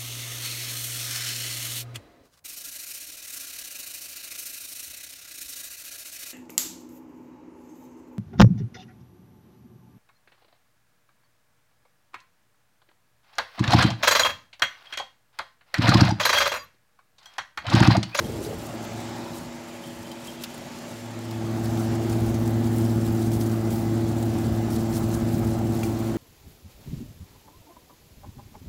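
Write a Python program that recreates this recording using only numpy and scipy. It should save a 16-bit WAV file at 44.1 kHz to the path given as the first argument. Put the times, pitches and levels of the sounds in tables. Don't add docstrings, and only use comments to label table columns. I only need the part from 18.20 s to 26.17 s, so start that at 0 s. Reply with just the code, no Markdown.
import sys
import numpy as np
from scipy import signal
from scipy.fft import rfft, irfft, next_fast_len
from scipy.io import wavfile
from scipy.ndimage import uniform_filter1d

SR = 44100
rng = np.random.default_rng(int(sys.argv[2]) if len(sys.argv) > 2 else 0)


def digitize_waveform(pressure):
    field = np.atleast_2d(pressure).T
    bounded = np.clip(field, -1, 1)
    quanta = np.round(bounded * 32767).astype(np.int16)
    wavfile.write(sys.argv[1], SR, quanta)


def attenuation_scalar(level_db):
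    decades = np.asarray(level_db, float) / 20
    return 10 ** decades


N = 351477
t = np.arange(N) / SR
BLADE_HZ = 111.95

# (time [s], nearness to case [dB], view of coil fins [dB], draught on microphone [dB])
PHONE_PATH = [(0.0, -10.5, 4, -2), (0.4, -6.5, 3, -5), (0.6, -6, 4, -11), (0.9, -6, 5.5, -15),
              (1.2, -6, 1.5, -10), (1.35, -10, 2.5, -18), (1.8, -10, 1.5, -17), (2.2, -10.5, 3.5, -15.5),
              (2.7, -8.5, 3, -21), (3.0, -9, 2.5, -17), (3.4, -0.5, 2.5, -5), (3.7, 0.5, 4, 2.5),
              (4.2, 3, 1.5, 3.5), (4.7, 2.5, 0.5, 2), (5.4, 2, 0.5, 1.5), (6.8, 2.5, 1, 4.5),
              (7.3, 3.5, 0.5, 5.5), (7.97, 3.5, 0.5, -2.5)]
# (time [s], order 1 [dB], order 2 [dB], order 3 [dB])
BLADE_LEVELS = [(0.0, -41, -40, -40.5), (0.4, -50, -62, -46), (0.6, -44.5, -40.5, -48),
                (0.8, -38.5, -47, -44.5), (1.05, -45.5, -61, -41.5), (1.3, -55, -59, -47.5),
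                (2.2, -72, -56, -48), (2.6, -55.5, -62, -62), (2.85, -42, -55, -46.5),
                (3.2, -33.2, -38, -37), (3.6, -27.5, -31, -31.5), (3.85, -28.5, -34, -31.5),
                (4.6, -24.5, -30.5, -30), (5.5, -28.5, -30.5, -31.5), (5.95, -28, -34.5, -31),
                (6.35, -30, -30.5, -32.5), (7.2, -28.5, -32, -31), (7.97, -32.5, -34, -32.5)]
# (time [s], level [dB])
MOTOR_HUM = [(0.0, -49.5), (1.0, -41.5), (1.6, -45.5), (2.8, -44), (3.2, -41), (3.6, -34.5), (4.0, -34),
             (4.4, -31), (4.8, -33), (5.2, -38), (6.0, -32.5), (6.4, -36.5), (6.8, -33), (7.2, -31.5),
             (7.97, -41)]
# (order [-], level [dB])
COMPRESSOR_ORDERS = [(19, -64), (28, -71), (29, -67), (30, -70), (35, -67), (127, -71), (128, -80),
                     (129, -67)]
# (frequency [Hz], density [dB per Hz])
RUSH_SPECTRUM = [(35, -12), (95, 0), (160, -2.5), (350, -4.5), (480, -19), (600, -13), (800, -12.5),
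                 (980, -22), (1300, -22.5), (1800, -27), (2600, -30.5), (6600, -36.5), (7400, -37),
                 (8200, -42.5), (12000, -65.5)]
# (frequency [Hz], change [dB])
WALL_COMB = [(60, -1), (100, -0.5), (160, 4), (240, -3), (320, -4), (470, 1), (600, 4), (740, -10),
             (880, 3.5), (1050, -1), (1550, -4), (2000, 1.5), (4500, -2.5)]
PART_HZ = [80, 270, 680, 3200]
# (time [s], level [dB], centre [Hz])
PORT_BUFFET = [(0.0, -45, 362), (0.02, -31, 320), (0.05, -32.5, 289), (0.174, -35, 337),
               (0.194, -29.5, 332), (0.24, -37, 350), (0.312, -29.5, 445), (0.368, -47, 384),
               (0.38, -35, 338)]
# (time [s], peak [dB], pitch [Hz])
PORT_THUMPS = [
    (0.057, -24, 240),
    (.099, -22, 332),
    (.194, -24, 310),
    (0.219, -29, 400),
    (0.269, -26.5, 364),
    (.299, -36, 480),
    (.311, -33, 524),
    (.33, -28, 675),
]
# (time [s], peak [dB], length [s])
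WATER_SCOOPS = [(0.042, -47.5, 0.21), (0.252, -46, 0.085), (0.433, -51, 0.085), (1.155, -51.5, 0.097),
                (1.503, -55, 0.054), (1.677, -55, 0.44), (2.087, -49.5, 0.11), (2.225, -48, 0.037),
                (2.375, -59, 0.24), (2.72, -52, 0.11), (3.11, -58, 0.18), (3.46, -60, 0.064),
                (3.598, -46, 0.054), (3.91, -50.5, 0.14), (4.054, -49, .07), (4.22, -53, 0.15),
                (4.553, -47, 0.17), (4.96, -50, 0.33), (5.133, -44, 0.029), (5.226, -48, 0.14),
                (5.53, -45, 0.11), (5.99, -51, 0.083), (6.21, -52.5, 0.25), (6.535, -44, 0.057),
                (6.75, -44.5, 0.1), (6.947, -47.5, .12), (7.14, -48, .1), (7.273, -50, 0.035),
                (7.546, -47, 0.03), (7.64, -48, 0.13)]
# (frequency [Hz], density [dB per Hz])
SPRAY_SPECTRUM = [(1500, -27), (3000, -2), (6000, -1), (9000, 0.5), (13000, 1.5), (16000, 2)]
# (time [s], peak [dB], centre [Hz])
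WATER_SLAPS = [(0.6474, -40, 4350), (0.8026, -40, 5000), (1.144, -43, 4360), (1.915, -38, 4700),
               (2.07, -38, 7210), (2.2362, -25.5, 4500), (2.377, -42, 5090), (2.5855, -41, 6140),
               (3.1094, -38, 4440), (3.455, -36, 3810), (3.5728, -36, 3590), (3.7524, -40, 7500),
               (3.896, -36, 6390), (4.1425, -37, 5360), (4.275, -37, 7440), (4.584, -46, 4260),
               (4.863, -40, 3530), (4.9242, -46, 6590), (5.021, -42, 7640), (5.116, -37, 6000),
               (5.21, -32.5, 5390), (5.505, -37, 7600), (5.9828, -40, 7420), (6.0257, -38, 8340),
               (6.1843, -42, 7100), (6.7775, -40, 12400), (6.9401, -36, 6490), (7.2454, -40, 7620),
               (7.5901, -40, 7070), (7.633, -34, 6240)]
# (time [s], peak [dB], centre [Hz])
FIN_TICKS = [(0.3846, -35, 11600), (0.467, -34, 9040), (0.6276, -33, 8710), (0.9833, -35, 8410),
             (2.0698, -42, 11100), (2.2364, -29, 14100), (2.3427, -32, 9540), (2.3781, -37, 12700),
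             (2.9897, -34, 8180), (3.8972, -36, 12400), (4.2743, -32, 14700), (4.3082, -31, 12500),
             (4.584, -26, 8620), (4.8635, -30, 13600), (4.9243, -31, 13200), (5.0206, -36, 8910),
             (5.2042, -30, 14600), (5.505, -37, 8440), (6.0258, -37, 8340), (6.0637, -36, 13000),
             (6.6299, -32, 14800), (6.7776, -32, 12400), (6.8928, -35, 9380), (7.1298, -28, 14200),
             (7.192, -28, 14500), (7.2455, -33, 13700), (7.3887, -31, 14400), (7.5908, -36, 8330),
             (7.6322, -33, 10100), (7.7888, -30, 13500)]
# (time [s], peak [dB])
PAN_KNOCKS = [
    (2.237, -46),
    (2.241, -37),
    (5.117, -45),
    (7.6325, -28.5),
]
# (frequency [Hz], level [dB], t60 [s])
PAN_MODES = [(1400, 6, 0.044), (2160, -6, 0.044), (2380, -1, 0.14), (2650, 2, .05), (3290, -2, 0.065),
             (3870, -5, .04), (4720, -10, .04)]
# (time [s], level [dB], pitch [Hz])
BIRD_CHIRPS = [
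    (.045, -44, 3220),
    (1.645, -43, 3150),
    (1.705, -48, 3160),
    (1.77, -54, 3050),
    (1.86, -49, 3100),
    (1.915, -45, 3060),
    (2.08, -39, 3150),
    (2.295, -53, 2950),
]


def evened(x):
    return x / np.sqrt(np.mean(x ** 2) + 1e-20)


def read(points, hz):
    f, value = np.transpose(points)
    return np.interp(np.log(hz + 1), np.log(f + 1), value)


def curves(rows, at):
    s, *columns = np.transpose(rows)
    return np.array([np.interp(at, s, c) for c in columns])


def drift(seconds, count=1):
    size = max(round(seconds * SR), 2)
    slow = uniform_filter1d(uniform_filter1d(rng.standard_normal((count, N)), size), size)
    return slow / slow.std(1, keepdims=True)


def add(mix, s, sound):
    part = mix[round(s * SR):][:len(sound)]
    part += sound[:len(part)]


def coloured(x, points):
    size = next_fast_len(N)
    gain = attenuation_scalar(read(points, np.fft.rfftfreq(size, 1 / SR)))
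    return irfft(rfft(x, size) * gain, size)[:N]


def resonate(x, hz, width_hz):
    turn = np.exp(2j * np.pi * np.cumsum(hz * np.ones(len(x))) / SR)
    r = np.exp(-np.pi * width_hz / SR)
    return 2 * (turn * signal.lfilter([1 - r], [1, -r], x / turn)).real


def resonate_twice(x, hz, first_width_hz, second_width_hz):
    return resonate(resonate(x, hz, first_width_hz), hz, second_width_hz)


def away(at):
    return np.clip(-curves(PHONE_PATH, at)[0] / 13.8, 0, 1)


def blades(flutter, flutter_db=0.6):
    one, two, three = curves(BLADE_LEVELS, t)
    coil_left_s, null_s, null_width_s = 0.63, 3.3, 0.2
    four = three - 16.5 + 13.5 * np.clip(2 * (1 - t / coil_left_s), 0, 1)
    five = 0.35 * three - 37 + 1.5 * drift(0.18)[0]
    five += -31 * np.exp(-((t - null_s) / null_width_s) ** 2)
    out = np.zeros(N)
    for k, level_db in enumerate([one, two, three, four, five, five - 5.5]):
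        cycles = (k + 1) * BLADE_HZ * t + 0.033 * k ** 2 - 0.12
        out += attenuation_scalar(level_db + flutter_db * flutter[k]) * np.cos(2 * np.pi * cycles)
    return out


def motor(flutter):
    hum_hz = 240.0
    return attenuation_scalar(curves(MOTOR_HUM, t)[0] + 0.9 * flutter) * np.cos(2 * np.pi * hum_hz * t)


def compressor(shaft_hz=58.0, fade_db=3.3):
    turns = shaft_hz * t + 0.0029 * drift(0.084)[0]
    fading = drift(0.4, count=len(COMPRESSOR_ORDERS))
    far_db = -4.0 * away(t)
    out = np.zeros(N)
    for (order, db), fade in zip(COMPRESSOR_ORDERS, fading):
        out += attenuation_scalar(db + fade_db * fade + far_db) * np.cos(2 * np.pi * order * turns)
    return out


def tones():
    flutter = drift(0.037, count=7)
    return np.sqrt(2) * (blades(flutter) + motor(flutter[6]) + compressor())


def parts(at):
    near_db, view_db, draught_db = curves(PHONE_PATH, at)
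    gusts = np.interp(at, t, drift(0.094)[0])
    roar_db = 0.53 * near_db + 0.46 * view_db + 1
    return np.array([draught_db + 1.5 * gusts, near_db, roar_db, view_db])


def rush(level_db=-29.5, patchy_db=1.21, swell_db=1.5):
    frames, hz = N // 512 + 5, np.fft.rfftfreq(2048, 1 / SR)
    at = np.arange(frames) * 512 / SR
    a, b, patches, swells = rng.standard_normal((frames, 1025, 4)).T
    swells = evened(uniform_filter1d(uniform_filter1d(swells, 45, 0), 30, 1))
    swells *= np.clip(hz / 5000, 0, 1)[:, None]
    patches = evened(uniform_filter1d(uniform_filter1d(patches, 14, 0), 6, 1))
    blend = np.array([np.interp(np.log(hz + 1), np.log(PART_HZ), row) for row in np.eye(4)])
    shape_db = read(RUSH_SPECTRUM, hz) - 12.0 * (hz < 20)
    gain_db = shape_db[:, None] + blend.T @ parts(at) + patchy_db * patches + swell_db * swells
    gain_db += np.outer(read(WALL_COMB, hz), away(at))
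    x = signal.istft((a + 1j * b) * attenuation_scalar(gain_db), nperseg=2048, noverlap=1536)[1][:N]
    low = signal.lfilter([0.12], [1, -0.88], x)
    x += 0.12 * low * np.cos(2 * np.pi * BLADE_HZ * t)
    return attenuation_scalar(level_db) * x / x[N // 2:].std()


def buffet():
    size = round(PORT_BUFFET[-1][0] * SR)
    level_db, hz = curves(PORT_BUFFET, t[:size])
    lumps = attenuation_scalar(3.1 * drift(0.0046)[0, :size]) * rng.standard_normal(size)
    ring = resonate_twice(lumps, hz, 170, 230)
    ring += 0.51 * resonate_twice(lumps, 450.0, 120, 120)
    out = np.zeros(N)
    out[:size] = attenuation_scalar(level_db - 4.0) * evened(ring) * signal.windows.tukey(size, 0.15)
    u = t[:800] - t[400]
    pulse = np.exp(-(u / 0.0023) ** 2)
    for s, db, pitch_hz in PORT_THUMPS:
        add(out, s - t[400], attenuation_scalar(db) * pulse * np.sin(2 * np.pi * pitch_hz * u))
    return out


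def sweep(start_s=0.4, length_s=0.86, level_db=-46, from_hz=540, to_hz=1020):
    out, u = np.zeros(N), np.arange(0, 1, 1 / (length_s * SR))
    hz = from_hz + (to_hz - from_hz) * u
    band = resonate_twice(rng.standard_normal(N)[:len(u)], hz, 270, 270)
    add(out, start_s, attenuation_scalar(level_db) * np.sqrt(np.sin(np.pi * u)) * evened(band))
    return out


def wetness(drizzle_db=-54.5, drizzle_share=0.44, rise_share=0.41):
    s, db, length = np.transpose(WATER_SCOOPS)[:, :, None]
    at = t[::64]
    u = (at - s) / length
    scoops = attenuation_scalar(db) * np.exp(-np.where(u < 0, -u / rise_share, u))
    drizzle = attenuation_scalar(drizzle_db + drizzle_share * curves(PHONE_PATH, at)[0])
    return np.interp(t, at, np.sqrt(drizzle ** 2 + (scoops ** 2).sum(0)))


def droplets(per_s=500):
    kind, out = rng.integers(0, 24, N), np.zeros(N)
    kicks = attenuation_scalar(1.8 * np.minimum(rng.exponential(1, N), 3)) * (rng.random(N) < per_s / SR)
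    for k, hz in enumerate(np.geomspace(3800, 14500, num=24)):
        cycles = np.arange(0, 60, hz / SR)
        ring = np.sin(2 * np.pi * cycles * (1 + 0.001 * cycles))
        ring *= np.exp(-cycles / 9) * (1 - np.exp(-cycles))
        out += signal.oaconvolve(kicks * (kind == k), ring / np.linalg.norm(ring))[:N]
    return out


def spray(per_s=9000, spread_db=1.0, clump_db=2.06, drops_db=-8.0):
    clumps, high_clumps = evened(attenuation_scalar(clump_db * drift(0.013, count=2)))
    sizes = attenuation_scalar(spread_db * np.minimum(rng.exponential(1, N), 6)) * rng.standard_normal(N)
    mist = coloured(sizes * (rng.random(N) < per_s / SR), SPRAY_SPECTRUM)
    water = evened(mist) + attenuation_scalar(drops_db) * evened(droplets())
    sheen = coloured(water, [(8000, -38), (15000, 1)])
    high_pass = signal.butter(2, 8000.0, "high", fs=SR, output="sos")
    top = signal.sosfilt(high_pass, water)
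    low_part = clumps * (water - 1.12 * top)
    high_part = high_clumps * (0.54 * top + (0.3 - 0.61 * away(t)) * sheen)
    return attenuation_scalar(4.0) * wetness() * (low_part + high_part)


def slaps(t60_s=0.045, rise_s=0.0007, smack_db=-13.0):
    out, u = np.zeros(N), t[:4000]
    for (s, db, hz), noise in zip(WATER_SLAPS, rng.standard_normal((len(WATER_SLAPS), 4000))):
        wide = signal.lfilter([1, -1], [1, -0.6], noise)
        smack = attenuation_scalar(smack_db) * evened(resonate(noise, 3900.0, width_hz=1100))
        body = evened(wide) + 1.36 * evened(resonate(noise, hz, width_hz=1800)) + smack
        add(out, s, attenuation_scalar(db - 6.5 - 60 * u / t60_s) * (1 - np.exp(-u / rise_s)) * body)
    return out


def ticks(t60_s=0.014, rise_s=0.00095, level_db=-2.5):
    out, u = np.zeros(N), t[:1000]
    for (s, db, hz), noise in zip(FIN_TICKS, rng.standard_normal((len(FIN_TICKS), 1000))):
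        spit = evened(resonate(noise, hz, width_hz=4100))
        add(out, s, attenuation_scalar(db + level_db - 60 * u / t60_s) * (1 - np.exp(-u / rise_s)) * spit)
    return out


def knocks(damping=2.2):
    out, u = np.zeros(N), t[:3000]
    shares = rng.uniform(0.42, 1, (len(PAN_KNOCKS), len(PAN_MODES)))
    for (s, db), share in zip(PAN_KNOCKS, shares):
        ring = np.zeros(len(u))
        for a, (hz, mode_db, t60_s) in zip(share, PAN_MODES):
            ring += a * attenuation_scalar(mode_db - damping * 60 * u / t60_s) * np.sin(2 * np.pi * hz * u)
        add(out, s, attenuation_scalar(db - 3.0) * ring)
    return out


def bird():
    out = np.zeros(N)
    for (s, db, hz), air in zip(BIRD_CHIRPS, rng.standard_normal((len(BIRD_CHIRPS), 1300))):
        whistle = evened(resonate_twice(air, hz, 150.0, 150.0))
        add(out, s - 0.015, attenuation_scalar(db - 5.5) * np.hanning(1300) * whistle)
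    echo = rng.standard_normal(9000) * attenuation_scalar(-60 * t[:9000] / 0.3)
    return out + 1.04 * signal.oaconvolve(out, echo / np.linalg.norm(echo))[:N]


def scene():
    machine = tones() + rush() + buffet() + sweep()
    water = spray() + slaps() + ticks() + knocks()
    return (machine + water + bird())[None]


def low_pass(x):
    return signal.sosfilt(signal.butter(12, 16640, fs=SR, output="sos"), x)


def record(dry):
    bass_cut = signal.butter(4, 40.0, "high", fs=SR, output="sos")
    firm = signal.sosfilt(bass_cut, dry)
    edge = signal.firwin(numtaps=1023, cutoff=15800, window=("kaiser", 10), fs=SR)
    mix = signal.oaconvolve(firm, edge[None], "same")
    return low_pass(mix)


dry = scene()
out = record(dry)
digitize_waveform(out)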